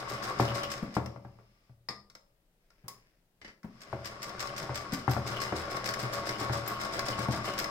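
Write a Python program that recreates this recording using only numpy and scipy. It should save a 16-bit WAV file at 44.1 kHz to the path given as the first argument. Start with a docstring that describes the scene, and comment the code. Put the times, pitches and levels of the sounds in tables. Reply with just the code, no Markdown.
"""A hand-cranked sewing machine on a table in a small room sews: gears whirr through the iron body,
the shuttle slides and snaps once a stitch, and the wooden base knocks as it rocks.
The hand lets go and it coasts to a stop; the presser foot is lifted, the cloth is turned, the foot drops.
The loose handle rattles as it is grasped, and the sewing starts again.
Random contacts and sharp blows drive ringing bodies of iron, steel and wood; a few tones are swung directly."""
import sys
import numpy as np
from scipy import signal
from scipy.fft import rfft, irfft, next_fast_len
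from scipy.io import wavfile

SR = 44100
rng = np.random.default_rng(int(sys.argv[2]) if len(sys.argv) > 2 else 0)


def transcribe(signal):
    """Save signal, clipped to [-1, 1], as a 16-bit WAV file at the path in sys.argv[1]."""
    frames = np.atleast_2d(signal).T
    limited = np.clip(frames, -1, 1)
    pcm = np.round(limited * 32767).astype(np.int16)
    wavfile.write(sys.argv[1], SR, pcm)


N = 339570

# Event levels are settings ahead of each layer's own trims; spectra give a shape, scaled to unit power.
# the hand's pace on the crank: time_s, speed (stitches a second)
HAND_PACE = [(0.0, 7.2), (0.2, 7.1), (0.3, 5.8), (0.54, 6.94), (0.8, 4.74), (1.13, 0.69), (1.62, 0.45),
             (1.7, 0.0), (3.55, 0.0), (3.76, 2.26), (4.09, 5.83), (4.82, 5.58), (5.13, 5.71), (5.31, 7.12),
             (5.48, 6.58), (6.46, 7.76), (6.64, 6.59), (6.82, 8.02), (7.7, 7.38)]
# the base rocking on the table: start_s, level_db, boom_db (relative to level_db)
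BASE_KNOCKS = [(0.397, -14, -12), (0.966, -18.5, -12), (1.16, -39.5, -22), (1.248, -39.5, -7),
               (1.387, -47, -9), (1.694, -57, 1.5), (3.928, -25.5, -11.5), (4.693, -27, -8),
               (5.078, -16.5, -12), (5.165, -22, -19.5), (5.523, -21, -13.5), (6.408, -28.5, -10),
               (6.495, -22.5, -7.5), (7.187, -26, -8.5), (7.284, -23.5, -2)]
# resonances of the iron body on its wooden base: pitch_hz, width_hz, lift_db
IRON_BODY = [(81, 10, 15), (90, 8, -16.5), (116.96, 8.4, 13), (127.4, 11, 11), (143.2, 21, 13.5),
             (154.5, 13, -10.5), (199.6, 28, 9.5), (260, 14, -15.5), (312.2, 8.5, 0), (370, 15, 4),
             (490, 16, -11), (521, 20, 3.5), (566, 6.4, 9.5), (665, 31, 5.5), (857, 44, -7.5),
             (911, 9.1, 8.5), (1050, 28, -12.5), (1095, 43, 10.5), (1140, 6.1, -2.5), (1209.6, 11, 12.5),
             (1396, 55, 6.5), (1880, 61, -10.5), (2200, 17, -0.5)]
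# resonances of the steel parts: pitch_hz, width_hz, lift_db
STEEL_PARTS = [(1040, 20, 3.5), (1170, 22, 21), (2100, 300, 4.5), (2825, 23, 5.5), (5070, 810, 3),
               (5195, 500, 6.5), (8530, 120, 7)]
BRISK = 7  # stitches a second at which the moving parts' level settings hold


def amp(db):
    """Decibels to gain."""
    return 10 ** (np.asarray(db) / 20)


def unit(x):
    """Scaled to rms 1."""
    return x / np.sqrt(np.mean(x ** 2) + 1e-20)


def along(points, hz):
    """(Hz, value) points read on a log frequency axis."""
    f, v = np.transpose(points)
    return np.interp(np.log(hz + 1), np.log(f), v)


def clock():
    """The time of each sample in seconds."""
    return np.arange(N) / SR


def filtered(x, response):
    """x times a response of frequency."""
    m = 2 * next_fast_len(N // 2 + SR // 4)
    return irfft(rfft(x, m) * response(np.fft.rfftfreq(m, 1 / SR)), m)[..., :N]


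def through(x, spectrum, modes=()):
    """x through a causal body of unit power: a broad spectrum with ringing resonances on it."""
    hz = np.fft.rfftfreq(2 ** 15, 1 / SR)
    lift_db = sum(db / (1 + (2 * (hz - f) / width) ** 2) for f, width, db in modes)
    gain = amp(along(spectrum, hz) + lift_db)
    # fold the cepstrum forward in time: minimum phase, so the body answers only after the blow
    cepstrum = irfft(np.log(unit(gain)))
    half = len(cepstrum) // 2
    fold = np.r_[1, np.full(half - 1, 2), 1, np.zeros(half - 1)]
    ring = irfft(np.exp(rfft(cepstrum * fold)))[:half]
    return signal.fftconvolve(x.astype(np.float32), ring[None].astype(np.float32), axes=1)[:, :N]


def grains(rate, spread_db):
    """Mid and side trains of tiny random contacts, rate a second, rms 1."""
    touching = rng.random((2, N)) < rate / SR
    strength = rng.standard_normal((2, N)) * amp(spread_db * rng.standard_normal((2, N)))
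    return unit(touching * strength)


def blows(times, levels_db, t60, sharp):
    """Mid and side force of hits: one sharp contact, then a chatter that dies in t60 seconds."""
    t = np.arange(SR // 3) / SR
    force = np.zeros((2, N + len(t)))
    for s, db in zip(times, levels_db):
        chatter = rng.standard_normal((2, len(t))) * amp(-60 * t / t60)
        chatter[:, 0] = sharp * np.array([1, rng.uniform(-0.92, 1)])
        start = max(round(s * SR), 0)
        force[:, start:start + len(t)] += amp(db) * chatter
    return force[:, :N]


def stitch_count():
    """Stitches made so far, at each sample; the shuttle snaps at whole numbers."""
    start_cycle = 0.302  # share of a stitch already done at the start
    return start_cycle + np.cumsum(np.interp(clock(), *np.transpose(HAND_PACE))) / SR


def once_a_stitch(share):
    """The times at which each stitch reaches this share of its cycle."""
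    done = stitch_count()
    marks = np.arange(np.ceil(done[-1])) + share
    return np.interp(marks[(marks > done[0]) & (marks < done[-1])], done, clock())


def paced(s, db, growth_db):
    """Level in dB at times s of a part that grows louder with load, and by growth_db per doubling of speed."""
    # load on the running parts, over what their speed gives: time_s, level_db
    load = [(0.1, -1.5), (0.45, 3.5), (0.9, -4), (3.7, -2.5), (4.2, -4.5), (4.5, 0.5), (5.1, -2), (5.3, 1),
            (7.7, 0)]
    build_s = 0.068  # the rattle takes this long to follow a change of pace
    speed = np.interp(s - build_s, *np.transpose(HAND_PACE))
    return db + np.interp(s, *np.transpose(load)) + growth_db * np.log2(speed / BRISK + 1e-4)


def gear_drive():
    """The force gain of the meshing gears, following pace and load."""
    return amp(paced(clock(), -45.5, growth_db=11))


def quiet_air():
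    """The quiet room's steady noise floor: shaped noise, separate in mid and side."""
    # spectrum: pitch_hz, level_db
    quiet = [(12, -22), (20, 0), (44, -3.5), (65, -20.5), (172, -12), (228, -20.5), (499, -22), (607, -21),
             (1000, -31), (5080, -39), (6540, -40.5), (16000, -39.5)]
    return amp(-71.5) * through(rng.standard_normal((2, N)), quiet)


def room(x):
    """The small room answers mid and side with separate tails: little bass, the treble dying sooner."""
    # decay: pitch_hz, t60_s
    decay = [(100, 0.82), (500, 0.5), (2000, 0.28), (5000, 0.32), (14000, 0.24)]
    hz, t, z = signal.stft(rng.standard_normal((2, SR // 2)), SR, nperseg=256)
    fade = amp(-60 * t / along(decay, hz)[:, None])
    tail = signal.istft(z * fade, SR, nperseg=256)[1]
    tail = tail * np.clip(np.arange(tail.shape[1]) / SR / 0.0085, 0, 1)  # fades in over 8.5 ms
    wet = signal.fftconvolve(x, tail / np.linalg.norm(tail[0]), axes=1)[:, :N]
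    return signal.sosfilt(signal.butter(2, 220, "high", fs=SR, output="sos"), wet)


def cloth():
    """Fabric slides softly over the bed: dense tiny contacts that swell as the hand shifts it."""
    # time_s, level_db
    shifting = [(2.6, -86), (2.8, -75), (2.865, -82), (2.92, -73.5), (3.12, -77.5), (3.3, -97.5)]
    level = amp(np.interp(clock(), *np.transpose(shifting), left=-120, right=-120))
    fabric = [(150, 0.5), (400, 9.0), (1000, -14.5), (1600, 1.5), (2500, -2.0), (4000, -14.5),
              (5200, -3.5), (8000, -28.0), (16000, -33)]
    return through(level * grains(rate=1300, spread_db=5), fabric)


def let_go():
    """The released handle drops on its pin, whose decaying tones ring briefly."""
    # pin tones: pitch_hz, level_db, t60_s
    pin = [(2223, -8, 0.13), (2700, 3, 0.095), (4660, -2, 0.093), (5670, -2, 0.11), (5600, 0.5, 0.086)]
    start_s, drop_db = 1.06, -60
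    t = np.arange(SR // 3) / SR
    ring = np.zeros((2, len(t)))
    for hz, db, t60 in pin:
        tone = np.sin(2 * np.pi * (hz * t + rng.random((2, 1))))
        ring += amp(drop_db + db - 60 * t / t60) * tone
    start = round(start_s * SR)
    return np.pad(ring, ((0, 0), (start, N - start - len(t))))


def handle():
    """As the loose handle is grasped, the grip chatters on its pin and the crank arm rings."""
    # start_s, level_db, ring_db (relative to level_db)
    grasps = [(3.4151, -47.5, -11), (3.4466, -44, -12), (3.4791, -46, -32)]
    s, db, ring_db = np.transpose(grasps)
    grip = through(blows(s, db - 4, t60=0.14, sharp=3.5),
                   [(100, 1), (400, -2.5), (1000, -9), (1900, -2.5), (2600, -11), (3400, -18),
                    (5200, -11), (7000, -24), (14000, -41)],
                   [(1590, 50, 2.5), (2030, 150, 7.3), (4670, 130, 4.1)])
    arm = through(blows(s, db + ring_db, t60=0.039, sharp=6.1),
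                  [(1500, -31), (2900, 4.0), (6000, -23)], [(2800, 70, 8.9), (3000, 78, 19)])
    return grip + arm


def presser_foot():
    """The sprung lever clacks and jolts the base; spring and bar sing, and the foot strikes the needle plate."""
    # up, then down: start_s, level_db, then relative to it thud_db, snap_db, spring_db, plate_db, bar_db
    moves = [(1.887, -27.5, -22.5, -30, -7.5, -23, -21.5), (2.882, -39, -21, -2.5, -6, -12.5, -32.5)]
    # lever spectrum: pitch_hz, level_db
    lever_tone = [(200, -16.5), (400, 5), (800, 1.5), (1500, -4.5), (2100, 3), (2900, -16.5), (3600, -5.5),
                  (5000, -16.5), (6000, -13.5), (9000, -20.5), (16000, -36.5)]
    s, db, thud_db, snap_db, spring_db, plate_db, bar_db = np.transpose(moves)
    lever = through(blows(s, db - 14.5, t60=0.18, sharp=4.3), lever_tone)
    thud = through(blows(s, db + thud_db + 3.5, t60=0.28, sharp=12),
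                   [(60, -11.0), (120, -4), (200, 1.0), (400, -6), (900, -49)], IRON_BODY)
    snap = through(blows(s, db + snap_db + 3.5, t60=0.038, sharp=2.6),
                   [(3000, -14.0), (7000, -2.0), (10000, -8.0), (16000, -5)], [(10970, 190, 17)])
    spring = through(blows(s, db + spring_db + 6.5, t60=0.029, sharp=2.1),
                     [(2500, -34.5), (5000, 6), (7000, -33)],
                     [(4670, 140, 12), (5030, 130, 7), (5200, 170, 13), (5330, 230, 3.3)])
    plate = through(blows(s, db + plate_db + 3.5, t60=0.0082, sharp=21),
                    [(400, -24.5), (1000, 4.5), (2200, -21)],
                    [(790, 60, 6), (983, 40, 6.2), (1100, 49, 16.7)])
    bar = through(blows(s, db + bar_db + 4.0, t60=.01, sharp=28),
                  [(600, -32), (1208, 21.0), (2400, -43)], [(1203, 32, 23.6)])
    return lever + thud + snap + spring + plate + bar


def scrapes():
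    """Brief stick-slip of the crank gear in a broad resonance: faint once a turn, now and then hard."""
    # hard scrapes: start_s, level_db
    hard = [(0.4876, -35), (0.633, -33.5), (5.362, -34), (7.4774, -37.5)]
    stitches_a_turn = 3
    turns = once_a_stitch(1.5)[::stitches_a_turn]
    rubs = np.vstack([hard, np.c_[turns, paced(turns, -43, growth_db=17.5)]])
    t = clock()
    swell = np.max([amp(db - 12.0) * np.exp(-((t - s - .008) / 0.025) ** 2) for s, db in rubs], axis=0)
    slips = grains(rate=900, spread_db=2.5)
    return through(swell * slips, [(1000, -17.5), (2900, -4.5), (8000, -23.0)], [(2950, 350, 12)])


def bumps():
    """A cushioned contact swings for two or three low cycles; the table hums on, with a faint scuff."""
    # dull bumps of the crank and base: start_s, level_db, pitch_hz
    dull = [(0.825, -20.5, 210), (2.84, -40.5, 147), (2.856, -41.5, 124), (3.642, -28.5, 205),
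            (4.614, -33, 132), (4.925, -21, 225), (7.366, -26.5, 127)]
    swing = np.zeros(N)
    for s, db, swing_hz in dull:
        t = clock() - s - .006
        swing += amp(db - 5.5) * np.exp(-(t / 0.0045) ** 2) * np.sin(2 * np.pi * swing_hz * t)
    s, db, swing_hz = np.transpose(dull)
    firm_db = db + 12 * np.log2(swing_hz / 220)  # a shorter contact wakes the table more
    table = through(blows(s + .006, firm_db - 13.5, t60=0.165, sharp=9),
                    [(90, -7), (170, 5), (230, -6.5), (300, -2.0), (380, -4), (700, -56.5)],
                    [(220, 55, 1.5)])
    scuff = through(blows(s + .002, db - 21, t60=.14, sharp=1),
                    [(200, -6), (500, 0), (900, -3), (1500, -11), (5000, -34)])
    return swing * np.array([[1], [.3]]) + table + scuff


def shudder():
    """After each knock the base trembles on the table and settles: fine low contacts dying away."""
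    t, t60 = clock(), 0.64
    tremble = sum(amp(db - 23.5 - 60 * np.abs(t - s) / t60) * (t > s) for s, db, _ in BASE_KNOCKS)
    return through(grains(rate=740, spread_db=-2) * tremble,
                   [(20, -7), (45, -3.5), (80, -1.5), (130, 1.5), (220, -6.5), (350, -4), (800, -38.5)],
                   IRON_BODY)


def knocks():
    """The base lands on the table: one hard rap, a rattle of the body, then the hollow case booms."""
    # spectra of the rattle and the boom: pitch_hz, level_db
    rattle_tone = [(100, -7), (300, 7.5), (500, 2.5), (800, 3.5), (1100, -16), (1500, -8.5), (2100, -13),
                   (3000, -27.5), (6000, -37.5), (16000, -73.5)]
    boom_tone = [(25, -29.5), (55, -7), (100, 7), (160, -3.5), (260, -3.5), (400, -28), (900, -46.5)]
    s, db, boom_db = np.transpose(BASE_KNOCKS)
    rap = through(blows(s + .001, db - 10, t60=.004, sharp=15),
                  [(150, -8.5), (500, -3), (900, 10.5), (1300, 3.5), (2000, -11.5), (3000, -27.5),
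                   (9000, -54.5)],
                  [(927, 620, 2.8)])
    rattle = through(blows(s + .002, db - 6.5, t60=0.1, sharp=1.8), rattle_tone, IRON_BODY)
    boom = through(blows(s + .002, db + boom_db - 0.5, t60=.05, sharp=30), boom_tone, IRON_BODY)
    return rap + rattle + boom


def ticks():
    """Loose parts click brightly, with a short clack of the casting; a slack link does so about once a stitch."""
    # loose steel parts: start_s, level_db, body_db (relative to level_db)
    loose = [(0.6335, -28, -6), (1.06, -38, -1), (2.0996, -45.5, -9.5), (2.1515, -40.5, -6),
             (2.7038, -56, -3), (3.6311, -52, 2), (4.4722, -33, -10.5), (5.5944, -36, -3.5),
             (5.9384, -26, -2), (7.0843, -23.5, -5.5)]
    # spectra of the steel click and the casting's clack: pitch_hz, level_db
    click_tone = [(800, -12), (2500, -8.5), (4000, 3), (5500, 4.5), (7500, -3.5), (10000, -13),
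                  (16000, -11.5)]
    clack_tone = [(100, -14), (400, 0), (900, -3.5), (1400, -2.5), (2100, 0), (2800, -18.5), (4000, -26.5),
                  (8000, -26.5)]
    links = once_a_stitch(.38)
    slack, strength = rng.standard_normal((len(links), 2)).T
    links = np.clip(links + 0.13 * slack / BRISK, 0, N / SR)  # scatter as a share of a brisk stitch
    link_db = paced(links, -38.5, growth_db=23.5) + 6.5 * strength
    link_body_db = np.full(len(links), -3.5)
    s, db, body_db = np.vstack([loose, np.c_[links, link_db, link_body_db]]).T
    click = through(blows(s, db - 8.5, t60=0.033, sharp=2), click_tone, STEEL_PARTS)
    clack = through(blows(s, db + body_db - 5.5, t60=0.073, sharp=2.6), clack_tone, IRON_BODY)
    return click + clack


def feed():
    """Shortly after each snap the feed pushes the cloth on, and the hollow base gives a soft thump."""
    s = once_a_stitch(.22)
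    db = paced(s, -43, growth_db=11.5) + rng.normal(0, 4.5, len(s))
    return through(blows(s, db, t60=0.049, sharp=20),
                   [(50, -25), (121, 0), (200, -9), (500, -35)], IRON_BODY)


def stitches():
    """Once a stitch the shuttle touches, then snaps past its stop, bounces, and sets a thin spring ringing."""
    # shuttle force, hardest in the steady pull after the restart: time_s, level_db
    snap_force = [(0.3, -40), (0.65, -34), (0.95, -43), (3.8, -50), (4.2, -35), (4.75, -33.5), (5.2, -34),
                  (6.4, -38), (7.6, -36.5)]
    # the thin spring caught hard by the shuttle: start_s, level_db
    pings = [(4.9339, -43), (5.1098, -43.5), (6.134, -45), (6.6777, -35), (7.5881, -39)]
    # spectra of the snap and the thin spring: pitch_hz, level_db
    snap_tone = [(600, -11.5), (1600, 5.5), (3000, -1.5), (5000, 0), (6200, -1), (8000, -3), (10000, -14.5),
                 (16000, -21)]
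    thin_tone = [(6000, -40.5), (10500, -2), (12500, 8), (16000, 1)]
    # spring resonances: pitch_hz, width_hz, lift_db
    spring_modes = [(11980, 200, 7), (12450, 400, 5), (13374, 260, 12), (14100, 300, 5)]
    s = once_a_stitch(0)
    strength, catch = rng.standard_normal((len(s), 2)).T
    db = np.interp(s, *np.transpose(snap_force)) + 2.5 * strength
    lead, lag = rng.uniform(.6, 1.4, (len(s), 2)).T
    touch = blows(s - .012 * lead, db - 7.5, t60=0.06, sharp=1.2)
    snap = blows(s, db - 3, t60=0.09, sharp=3)
    bounce = blows(s + .018 * lag, db - 9.5, t60=0.035, sharp=18.0)
    plucks = np.vstack([np.c_[s, db - 13.5 + catch], pings])
    shuttle = through(touch + snap + bounce, snap_tone, STEEL_PARTS)
    spring = through(blows(*plucks.T, t60=0.048, sharp=1.5), thin_tone, spring_modes)
    return shuttle + spring


def singing_arm():
    """Under each stitch's load the gears catch the arm's main resonance; it sings briefly, unevenly."""
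    number, cycle = np.divmod(stitch_count(), 1)
    catch_db = 9 * rng.standard_normal(int(number[-1]) + 1)[number.astype(int)]
    swell = np.exp(-((cycle - .38) / 0.19) ** 2)  # place and length as shares of the cycle
    drive = unit(amp(catch_db) * swell * rng.standard_normal((2, N)))
    return through(drive * gear_drive() * amp(-11.5),
                   [(500, -40), (1120, 0), (2400, -40)], [(1100, 60, 10), (1150, 25, 5)])


def running():
    """Gear teeth rattle the body, the needle bar shakes the base, the shuttle rubs to and fro, bearings hiss."""
    # spectra of the gears, the shaken base and the sliding shuttle: pitch_hz, level_db
    gear_tone = [(100, -15), (220, -7), (330, 3.5), (700, 2.1), (1100, -3), (1600, -4), (2100, -5.5),
                 (2700, -17.5), (4000, -18.5), (6000, -32.5), (10000, -42.5), (16000, -56)]
    rumble_tone = [(20, 3.5), (45, -2), (80, -3), (130, -5), (220, 0.5), (350, -14.5), (800, -47.5)]
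    slide_tone = [(600, -27), (1600, -8.5), (2600, -6.5), (4000, 1.5), (5200, -3), (6200, -4.5),
                  (8000, -4.5), (10000, -10.5), (16000, -16)]
    # rubbing through one stitch, from the snap on: share of the cycle, level_db
    stroke = [(0, -5.5), (.15, -9.5), (.33, -3), (.5, -14), (.7, -22.5), (.86, -18.5), (1, 3.5)]
    t, cycle = clock(), stitch_count() % 1
    gear = gear_drive()
    load_db = 2.4 * np.cos(2 * np.pi * (cycle - .2))
    gears = through(grains(rate=800, spread_db=-0.5) * gear * amp(load_db + 2.0), gear_tone, IRON_BODY)
    # play in the teeth: short rounded clacks, each group of parts with its own pitch
    for centre_hz, db in [(600, -10.5), (1120, -3.5), (1580, -11.5)]:
        band = [(centre_hz / 4, -35), (centre_hz, 0), (centre_hz * 2, -22), (centre_hz * 5, -60)]
        backlash = grains(rate=60, spread_db=1) * gear
        gears += through(backlash * amp(db), band, IRON_BODY + [(centre_hz, 200, 5)])
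    reversal_db = 3 * np.cos(4 * np.pi * (cycle - .3))  # the needle bar turns round twice a stitch
    shake = amp(paced(t, -51, growth_db=7) + reversal_db)
    rumble = through(grains(rate=970, spread_db=-1.0) * shake, rumble_tone, IRON_BODY)
    rub = amp(paced(t, -47.5, growth_db=15.5) + np.interp(cycle, *np.transpose(stroke)))
    shuttle = through(grains(rate=5000, spread_db=5.0) * rub, slide_tone, STEEL_PARTS)
    hiss = rng.standard_normal((2, N)) * amp(paced(t, -53, growth_db=5.5))
    bearing = through(hiss, [(2000, -0.5), (4000, -6.5), (5200, -6), (6500, -11), (14000, -32.5)],
                      STEEL_PARTS)
    return gears + rumble + shuttle + bearing


def scene():
    """The machine, mostly a little to the left, in a quiet room; mid and side become left and right."""
    # stereo width: pitch_hz, side_gain_db
    width = [(60, -16), (125, -19), (250, -14), (500, -7.5), (1000, -4.5), (2000, 2.5), (4000, 1),
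             (8000, 0.5), (13000, 0.5)]
    # stereo lean: pitch_hz, left_gain_db (relative to right)
    lean = [(60, 2.5), (250, 2.5), (500, 1), (1100, 5), (2200, 2), (5000, 6), (8000, -3), (13000, 2.5)]
    body = running() + singing_arm() + stitches() + feed() + ticks()
    table = knocks() + shudder() + bumps()
    hand = scrapes() + presser_foot() + let_go() + handle() + cloth()
    machine = body + table + hand
    mid, side = machine + amp(-7.0) * room(machine) + quiet_air()
    side = filtered(side, lambda hz: amp(along(width, hz)))
    stereo = np.array([mid + side, mid - side])
    return filtered(stereo, lambda hz: amp(np.outer([.5, -.5], along(lean, hz))))


def record(dry):
    """Nothing is kept above the band limit."""
    top_hz = 15900
    return filtered(dry, lambda hz: hz < top_hz)


dry = scene()
out = record(dry)
transcribe(out)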